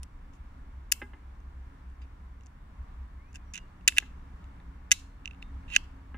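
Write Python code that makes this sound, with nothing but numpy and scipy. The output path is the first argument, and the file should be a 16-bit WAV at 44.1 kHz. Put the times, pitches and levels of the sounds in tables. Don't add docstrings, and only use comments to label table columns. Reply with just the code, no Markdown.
import sys
import numpy as np
from scipy import signal
from scipy.fft import rfft, irfft, next_fast_len
from scipy.io import wavfile
from scipy.ndimage import uniform_filter1d, minimum_filter1d

SR = 44100
rng = np.random.default_rng(int(sys.argv[2]) if len(sys.argv) > 2 else 0)


def generate_wav(signal):
    frames = np.transpose(np.atleast_2d(signal))
    scaled = np.clip(frames, -1, 1) * 32767
    pcm = np.round(scaled).astype(np.int16)
    wavfile.write(sys.argv[1], SR, pcm)


def decibels_to_gain(level_db):
    exponent = np.asarray(level_db, float) / 20
    return 10 ** exponent


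N = 272097


def rms_one(x):
    return x / np.sqrt(np.mean(x ** 2) + 1e-20)


def at_hz(points, hz):
    points = np.array(points)
    return np.interp(np.log(hz), np.log(points[:, 0]), points[:, 1])


def in_time(rows, outside=None):
    s, *columns = np.transpose(rows)
    t = np.arange(N) / SR
    return [np.interp(t, s, column, left=outside, right=outside) for column in columns]


def drift(rate):
    r = np.exp(-80 * np.pi * rate / SR)
    chance = rng.standard_normal(N // 40 + 2002)
    slow = signal.lfilter([1], [1, -2 * r, r * r], chance)[2000:]
    return np.interp(np.arange(N) / 40, np.arange(len(slow)), rms_one(slow))


def ring(clicks, hz, t60, phase=0):
    r = decibels_to_gain(-60 / (t60 * SR))
    w = 2 * np.pi * hz / SR
    start = [np.sin(phase), r * np.sin(w - phase)]
    return signal.lfilter(start, [1, -2 * r * np.cos(w), r * r], clicks + 1e-18)


def peak(x, hz, width_hz):
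    r = np.exp(-np.pi * width_hz / SR)
    ends = np.array([1, 0, -1]) * (1 - r * r) / 2
    return signal.lfilter(ends, [1, -2 * r * np.cos(2 * np.pi * hz / SR), r * r], x)


def band(x, low_hz, high_hz):
    edges = [low_hz, min(high_hz, .45 * SR)]
    return signal.sosfilt(signal.butter(4, edges, "band", fs=SR, output="sos"), x)


def road_noise(white):
    # f/Hz, level per Hz/dB
    air = [(18, -8), (35, -3), (65, -8), (90, -15.5), (140, -22), (270, -24.5), (340, -33.5), (600, -37.5),
           (1050, -30), (1900, -39), (2900, -48), (4500, -55.5), (7500, -59), (15000, -73)]
    # f/Hz, likeness (1 = the same)
    likeness = [(60, 1), (130, 0.99), (290, 1), (600, 0.13), (1100, 0.067), (1800, 0.54), (3100, 0.031),
                (15000, .01)]
    # f/Hz, delay/ms
    late = [(60, 0.38), (350, 0.4), (700, 0.26), (1500, 0.53)]
    # t/s, level/dB
    road = [(0, -0.9), (1.1, -0.07), (1.5, -0.7), (1.9, -0.3), (2.6, -1.5), (3.2, 0.7), (3.8, 0.5),
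            (4.5, 1), (4.9, 0.3), (5.25, 0.2), (5.65, 2.5), (6.17, -0.7)]
    out = 0
    edges = 18 * 2 ** (np.arange(30.5) / 3)
    together = drift(1.6)
    for k, (low, high) in enumerate(zip(edges, edges[1:])):
        third = signal.butter(2, [low, high], "band", fs=SR, output="sos")
        mid, side = signal.sosfilt(third, white[k % 2])[:, SR:]
        hz = np.sqrt(low * high)
        alike = np.clip(at_hz(likeness, hz), -1, 1)
        gain = decibels_to_gain(at_hz(air, hz) + .6 * together + .5 * drift(9))
        pair = np.sqrt(1 + alike) * mid + np.sqrt(1 - alike) * side * [[1], [-1]]
        pair[0] = np.roll(pair[0], round(at_hz(late, hz) * SR / 1000))
        out = out + gain * pair
    return decibels_to_gain(-48.0) * decibels_to_gain(in_time(road)[0]) * rms_one(out)


def engine_throb(white):
    # t/s, top level/dB, half length/s
    surges = [(0.0, -37, 0.057), (.22, -49, 0.028), (0.401, -37, 0.02), (0.588, -47.5, 0.039),
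              (0.753, -44.5, 0.14), (1.001, -47.5, 0.22), (1.298, -40, 0.069), (1.479, -37.5, 0.032),
              (1.64, -39, 0.11), (1.872, -37, 0.045), (2.027, -38, .05), (2.313, -45, 0.21),
              (2.808, -34, 0.031), (3.02, -37.5, 0.054), (3.176, -43.5, 0.045), (3.419, -40.5, 0.089),
              (4.161, -43.5, 0.28), (4.418, -45, 0.076), (4.688, -40, 0.087), (4.856, -41.5, 0.034),
              (5.036, -47.5, .06), (5.288, -37.5, 0.053), (5.554, -35.5, 0.056), (5.897, -45.5, 0.12),
              (6.17, -38.5, 0.062)]
    t = np.arange(N) / SR
    surge = decibels_to_gain(-61.5) + sum(decibels_to_gain(db) * np.exp(-((t - s) / half) ** 2) for s, db, half in surges)
    throb = rms_one(peak(peak(white, 64, 4.9), 64, 4.9)[SR:])
    throb /= np.sqrt(uniform_filter1d(throb ** 2, size=SR // 8) + 0.29)
    return decibels_to_gain(-3.0) * surge * throb


def engine_drone(white):
    # t/s, low tone level/dB, high tone level/dB
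    drone = [(0, -77.5, -79), (3.3, -74.5, -81.5), (4.1, -64.5, -68), (5.002, -66.5, -66.5),
             (6.17, -67, -67)]
    return sum(decibels_to_gain(level_db) * rms_one(peak(peak(white, hz, 6.9), hz, 6.9)[SR:])
               for hz, level_db in zip((173, 268), in_time(drone)))


def traffic():
    white = rng.standard_normal((2, 2, N + SR))
    return road_noise(white) + engine_throb(white[0, 0]) + engine_drone(white[1, 0])


def bird():
    # start t/s, end t/s, start f/Hz, end f/Hz, level/dB
    whistles = [
        (3.18, 3.31, 2000, 2620, -68),
        (3.28, 3.32, 5750, 5900, -80),
        (3.33, 3.45, 2600, 2400, -79),
        (3.45, 3.53, 5650, 5650, -81),
        (3.6, 3.66, 4900, 4550, -84),
        (3.67, 3.72, 4500, 4450, -85),
    ]
    out = np.zeros((2, N))
    t = np.arange(N) / SR
    for start, end, from_hz, to_hz, level_db in whistles:
        part = np.clip((t - start) / (end - start), 0, 1)
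        turn = 2 * np.pi * np.cumsum(from_hz + (to_hz - from_hz) * part) / SR
        swell = np.sin(np.pi * part) ** 0.17
        out += decibels_to_gain(level_db) * swell * np.sin(turn + np.array([[0], [1.2]]))
    return out * decibels_to_gain(2.0 * drift(30))


def patio(x, level_db, near_t60, near_db, wall_s, wall_db):
    # f/Hz, level/dB
    echo_colour = [(1000, -8), (1800, -6), (2700, 7), (4500, -2), (7000, 2.5), (10000, -3), (15000, -11)]
    t = np.arange(int(.3 * SR)) / SR
    noise = rng.standard_normal((2, len(t)))
    top = band(noise, 8500, 19000)
    walls = (noise - top) * decibels_to_gain(-60 * t / .35) + top * decibels_to_gain(-60 * t / .32)
    slap = decibels_to_gain(wall_db) * np.exp(-((t - wall_s) / .008) ** 2)
    early = decibels_to_gain(near_db - 60 * t / near_t60) + slap
    echoes = (walls + noise * early) * (1 - np.exp(-t / .002))
    size = next_fast_len(N + len(t))
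    colour = decibels_to_gain(at_hz(echo_colour, np.arange(size // 2 + 1) * SR / size + 1))
    return decibels_to_gain(level_db) * irfft(rfft(x, size) * rfft(echoes, size) * colour, size)[:, :N]


def table():
    # t/s, peak level/dB
    taps = [
        (1.017, -21.5),
        (1.133, -35.5),
        (4.024, -34),
        (6.144, -30.5),
    ]
    # f/Hz, level/dB, time to fall 60 dB/s
    pane = [(251.3, -10.5, 0.21), (392, -19, 0.14), (835, -18.5, 0.11), (1100, -13.5, 0.03),
            (1288, -12.5, 0.061), (1626, -13, 0.12), (1708, -15.5, 0.07), (2060, -11.5, 0.1),
            (2590, -23.5, 0.03), (2800, -17, 0.031)]
    # f/Hz, width/Hz, level/dB
    thump = [(267, 120, 7), (480, 83, -9), (1050, 250, -3.5), (1670, 300, 2), (2860, 1400, -5)]
    s, tap_db = np.transpose(taps)
    at = (s * SR).astype(int)
    out = np.zeros(N)
    for hz, level_db, t60 in pane:
        clicks = np.zeros(N)
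        clicks[at] = decibels_to_gain(tap_db + level_db - 8 + rng.normal(0, 2.5, len(at)))
        out += ring(clicks, hz, t60)
    shock = np.zeros(N)
    fade = np.exp(-np.arange(1100) / (0.0076 * SR))
    bursts = rng.standard_normal((len(at), 1100)) * fade
    shock[at[:, None] + np.arange(1100)] = decibels_to_gain(tap_db - 1.5)[:, None] * bursts
    out += sum(decibels_to_gain(level_db) * peak(shock, hz, width_hz) for hz, width_hz, level_db in thump)
    out = band(band(out, 150, 2850), 100, 2950)
    return out * decibels_to_gain(np.array([[-.5], [.6]]))


def spring():
    # t/s, f/Hz, level/dB, time to fall 60 dB/s
    tones = [(4.917, 4165, -59, .5), (4.917, 3870, -45, .2), (4.917, 7050, -57, .33),
             (4.9162, 520, -29, .009), (4.921, 11800, -46, .07), (4.917, 3480, -49, .15),
             (4.917, 2650, -47, .15), (5.427, 3670, -67, .35), (3.578, 2830, -56, .25),
             (3.88, 2950, -44, .08), (3.983, 950, -31, .012), (1.018, 5100, -65, .1),
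             (1.018, 3600, -61, .08), (3.352, 7000, -58, .06), (1.134, 300, -50, .12),
             (2.019, 4800, -58, .05), (0.032, 3200, -55, .03)]
    out = np.zeros(N)
    t = np.arange(SR // 2) / SR
    rise = 1 - np.exp(-t / .002)
    for start, hz, level_db, t60 in tones:
        tone = decibels_to_gain(level_db - 60 * t / t60) * rise * np.sin(2 * np.pi * hz * t)
        out[int(start * SR):][:len(t)] += tone
    return out


def contacts():
    # t/s, case level/dB, lid level/dB, edge level/dB
    snaps = [(0.0316, -36.5, -32, -35.5), (0.917, -30, -23.5, -17), (0.9187, -15.5, -19.5, -18.5),
             (0.9205, -8, -15, -13), (0.9224, -15.5, -11, -3.5), (0.9218, -21.5, -9.5, -2.5),
             (0.9257, -26, -19.5, -19), (3.8769, -8, -6, -14), (3.879, -8, -6, -14), (3.88, -9, -6, -6.5),
             (3.8822, -11.5, -21, -8.5), (3.8846, -10, -19, -24), (3.892, -23, -29, -36),
             (3.9726, -23.5, -29, -33.5), (3.9829, -8.5, -12.5, -11.5), (3.9858, -35.5, -27.5, -43),
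             (4.9095, -26, -26.5, -34), (4.914, -22, -38, -36), (4.9159, -1, 1.7, -3),
             (4.9183, -6, -21, -22.5), (4.9217, -6, -3, -10.5), (4.926, -20.5, -25, -24.5),
             (4.931, -28.5, -33.5, -31), (5.747, -25.5, -47, -47.5), (5.752, -27, -25, -36),
             (5.7627, -4, -10, -14), (5.769, -27, -26.5, -36)]
    # t/s, case level/dB, brightness/dB
    touches = [(0.934, -40, 7), (3.349, -52, 7.5), (3.357, -42.5, 8.5), (3.5369, -33, 3.5),
               (3.544, -41, 11), (3.556, -32, 2.5), (3.566, -36, -3), (3.577, -29.5, -2.5),
               (3.583, -37.5, -10), (3.9226, -35.5, -10), (3.966, -26, -8), (3.979, -42, -21),
               (4.001, -38.5, -1), (5.2566, -30, -4.5), (5.276, -34, -8), (5.31, -41, -17),
               (5.333, -50, -17), (5.426, -29.5, -13.5), (5.702, -40, -6), (5.722, -51.5, -11),
               (5.737, -35, -1),
               (0.336, -55, -7), (1.403, -62.5, 4), (1.9, -63, 2), (2.019, -54, -3), (2.409, -54.5, -3),
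             (2.435, -62.5, 7), (2.461, -62, 15), (2.467, -57.5, 11.5), (3.03, -57, -9), (3.33, -58, 5),
             (3.654, -66, -6), (3.682, -65, -1.5), (3.81, -53.5, -13.5), (4.442, -48.5, -8),
             (4.6005, -52.5, -19), (5.249, -49, -27.5), (5.346, -52.5, -16), (5.422, -39, -23)]
    soft = [(s, db, db + bright, db + 0.84 * bright - 12.5) for s, db, bright in touches]
    return np.transpose([*snaps, *soft])


def slides():
    # start t/s, end t/s, start level/dB, end level/dB, brightness/dB
    strokes = [
        (0.034, 0.04, -52, -67, 3.5),
        (0.331, .37, -65, -72, -1),
        (2.015, 2.057, -54, -70, -14),
        (3.343, 3.37, -56.5, -54.5, -0.5),
        (3.538, 3.591, -39.5, -49, -10.5),
        (3.962, 3.98, -45.5, -31.5, -14),
        (5.679, 5.76, -55, -27.5, -15),
    ]
    grit = rng.standard_normal(N) * (rng.random(N) < .2)
    pressure = 0
    for start, end, a_db, b_db, bright in strokes:
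        rows = [(start, a_db, a_db + bright), (end, b_db, b_db + bright)]
        pressure = pressure + decibels_to_gain(in_time(rows, outside=-200))
    return grit * pressure


def struck(s, modes, hit_db, pan_db, trim_db, crack_db, scrape, low_hz, high_hz):
    at = (s[:, None] * SR).astype(int) + np.arange(220)
    fade = np.exp(-np.arange(220) / (0.00077 * SR))
    impacts = rng.standard_normal(at.shape) * (rng.random(at.shape) < .15) * fade
    impacts[:, 0] = 0.96
    impacts /= np.sqrt(np.sum(impacts ** 2, axis=1, keepdims=True))
    out = np.zeros((3, N))
    for hz, level_db, t60, side_db, lead in modes:
        strength_db = hit_db + trim_db + level_db + rng.normal(0, 1.8, len(at))
        for ear, sign in enumerate([1, -1]):
            force = scrape * decibels_to_gain(level_db + sign * side_db / 2)
            hit = decibels_to_gain(strength_db + sign * (side_db + pan_db) / 2)
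            np.add.at(force, at, impacts * hit[:, None])
            out[ear] += ring(force, hz, min(t60, .012), ear * lead)
    crack = rng.standard_normal(at.shape) * fade * decibels_to_gain(hit_db + crack_db)[:, None]
    np.add.at(out[2], at, crack)
    return band(out, low_hz, high_hz)


def lighter():
    # f/Hz, level/dB, time to fall 60 dB/s, left over right/dB, right phase lead/rad
    case_modes = [(1770, -11.5, 0.015, -1.5, -2.2), (2035, -7, 0.011, -3, -0.94),
                  (2530, -6, 0.0076, -1, -1.6), (2664, 0, 0.035, -0.5, -1.3),
                  (2900, -10, 0.036, -9.5, -2.3), (3567, -7, 0.035, 1, -0.2)]
    lid_modes = [(4930, -11, 0.0044, 1.7, 0.5), (5460, -12, 0.03, 12, 4.5), (5827, -9, 0.02, 3, 1.27),
                 (6550, -3.5, 0.0091, 1.7, -2), (6856, -1.5, 0.005, 2.3, -0.5), (7430, -8, 0.0041, 17, 7)]
    edge_modes = [(8850, -2.5, .006, 6, -1.4), (9950, -4, .006, 8, 1.5), (10850, -8, .006, 7, -1.2),
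                  (11800, -13, .005, 6, 1.1), (13000, -18, .005, 4, 1.6), (14500, -18, .005, 3, -1.3)]
    # t/s, left over right/dB, cupped-palm boost/dB, freedom of the side wall/dB
    grip = [(0.03, -12, -4.5, -12), (0.4, -5.5, 2, 0), (0.92, 2, -2.5, 1.5), (2.3, -7.5, 2, 1.2),
            (3.35, 1, 7, 13.5), (3.55, -10, 8.5, 3.3), (3.88, -1, 5, 6), (3.98, -4.5, 6.5, 11),
            (4.92, -5.5, -6.5, 5), (5.27, -7.5, 9, -1.5), (5.43, 1.3, 2.5, -11.5), (5.74, -9, 9, 2.7),
            (5.763, 1.5, 10, 9)]
    s, case_db, lid_db, edge_db = contacts()
    held_db, palm_db, wall_db = in_time(grip)
    pan_db = held_db[(s * SR).astype(int)]
    low, high = slides()
    case = struck(s, case_modes, case_db, .3 * pan_db, trim_db=-7.5, crack_db=0.0,
                  scrape=decibels_to_gain(-17) * low, low_hz=1400, high_hz=4510)
    case[:2] += decibels_to_gain(np.array([[3.0], [9.0]])) * peak(low, 2820, 140)
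    case[1] += (decibels_to_gain(palm_db) - 1) * peak(case[1], 2700, 420)
    case[:2] += (decibels_to_gain(wall_db) - 1) * peak(case[:2], 1620, 260)
    lid = struck(s, lid_modes, lid_db, pan_db, trim_db=-4, crack_db=-1.5,
                 scrape=decibels_to_gain(-13.0) * high, low_hz=4300, high_hz=8100)
    edge = struck(s, edge_modes, edge_db, pan_db, trim_db=-5.0, crack_db=-4,
                  scrape=decibels_to_gain(-19.5) * high, low_hz=8040, high_hz=15300)
    out = case + lid + edge
    steep = signal.sosfilt(signal.butter(6, 1300, "high", fs=SR, output="sos"), out)
    bass = signal.sosfilt(signal.butter(1, 500, "low", fs=SR, output="sos"), out)
    return steep + decibels_to_gain(-35) * bass


def scene():
    left, right, crack = lighter()
    taps = table()
    near = np.array([left, right]) + taps + spring()
    thrown = crack + .1 * (left + right) + 1.5 * taps[0]
    echoes = patio(thrown, level_db=-54.5, near_t60=.08, near_db=5.5, wall_s=.078, wall_db=-19)
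    return near + echoes + bird() + traffic()


def roll_off(x):
    return signal.sosfilt(signal.butter(12, 16550, fs=SR, output="sos"), x)


def record(dry):
    limit = .93
    heard = dry + decibels_to_gain(-85) * rng.standard_normal(dry.shape)
    heard = signal.sosfilt(signal.butter(8, 15900, "low", fs=SR, output="sos"), heard)
    duck = limit / np.maximum(np.abs(heard).max(axis=0), limit)
    heard = heard * uniform_filter1d(minimum_filter1d(duck, size=41), size=21)
    return roll_off(heard)


dry = scene()
out = record(dry)
generate_wav(out)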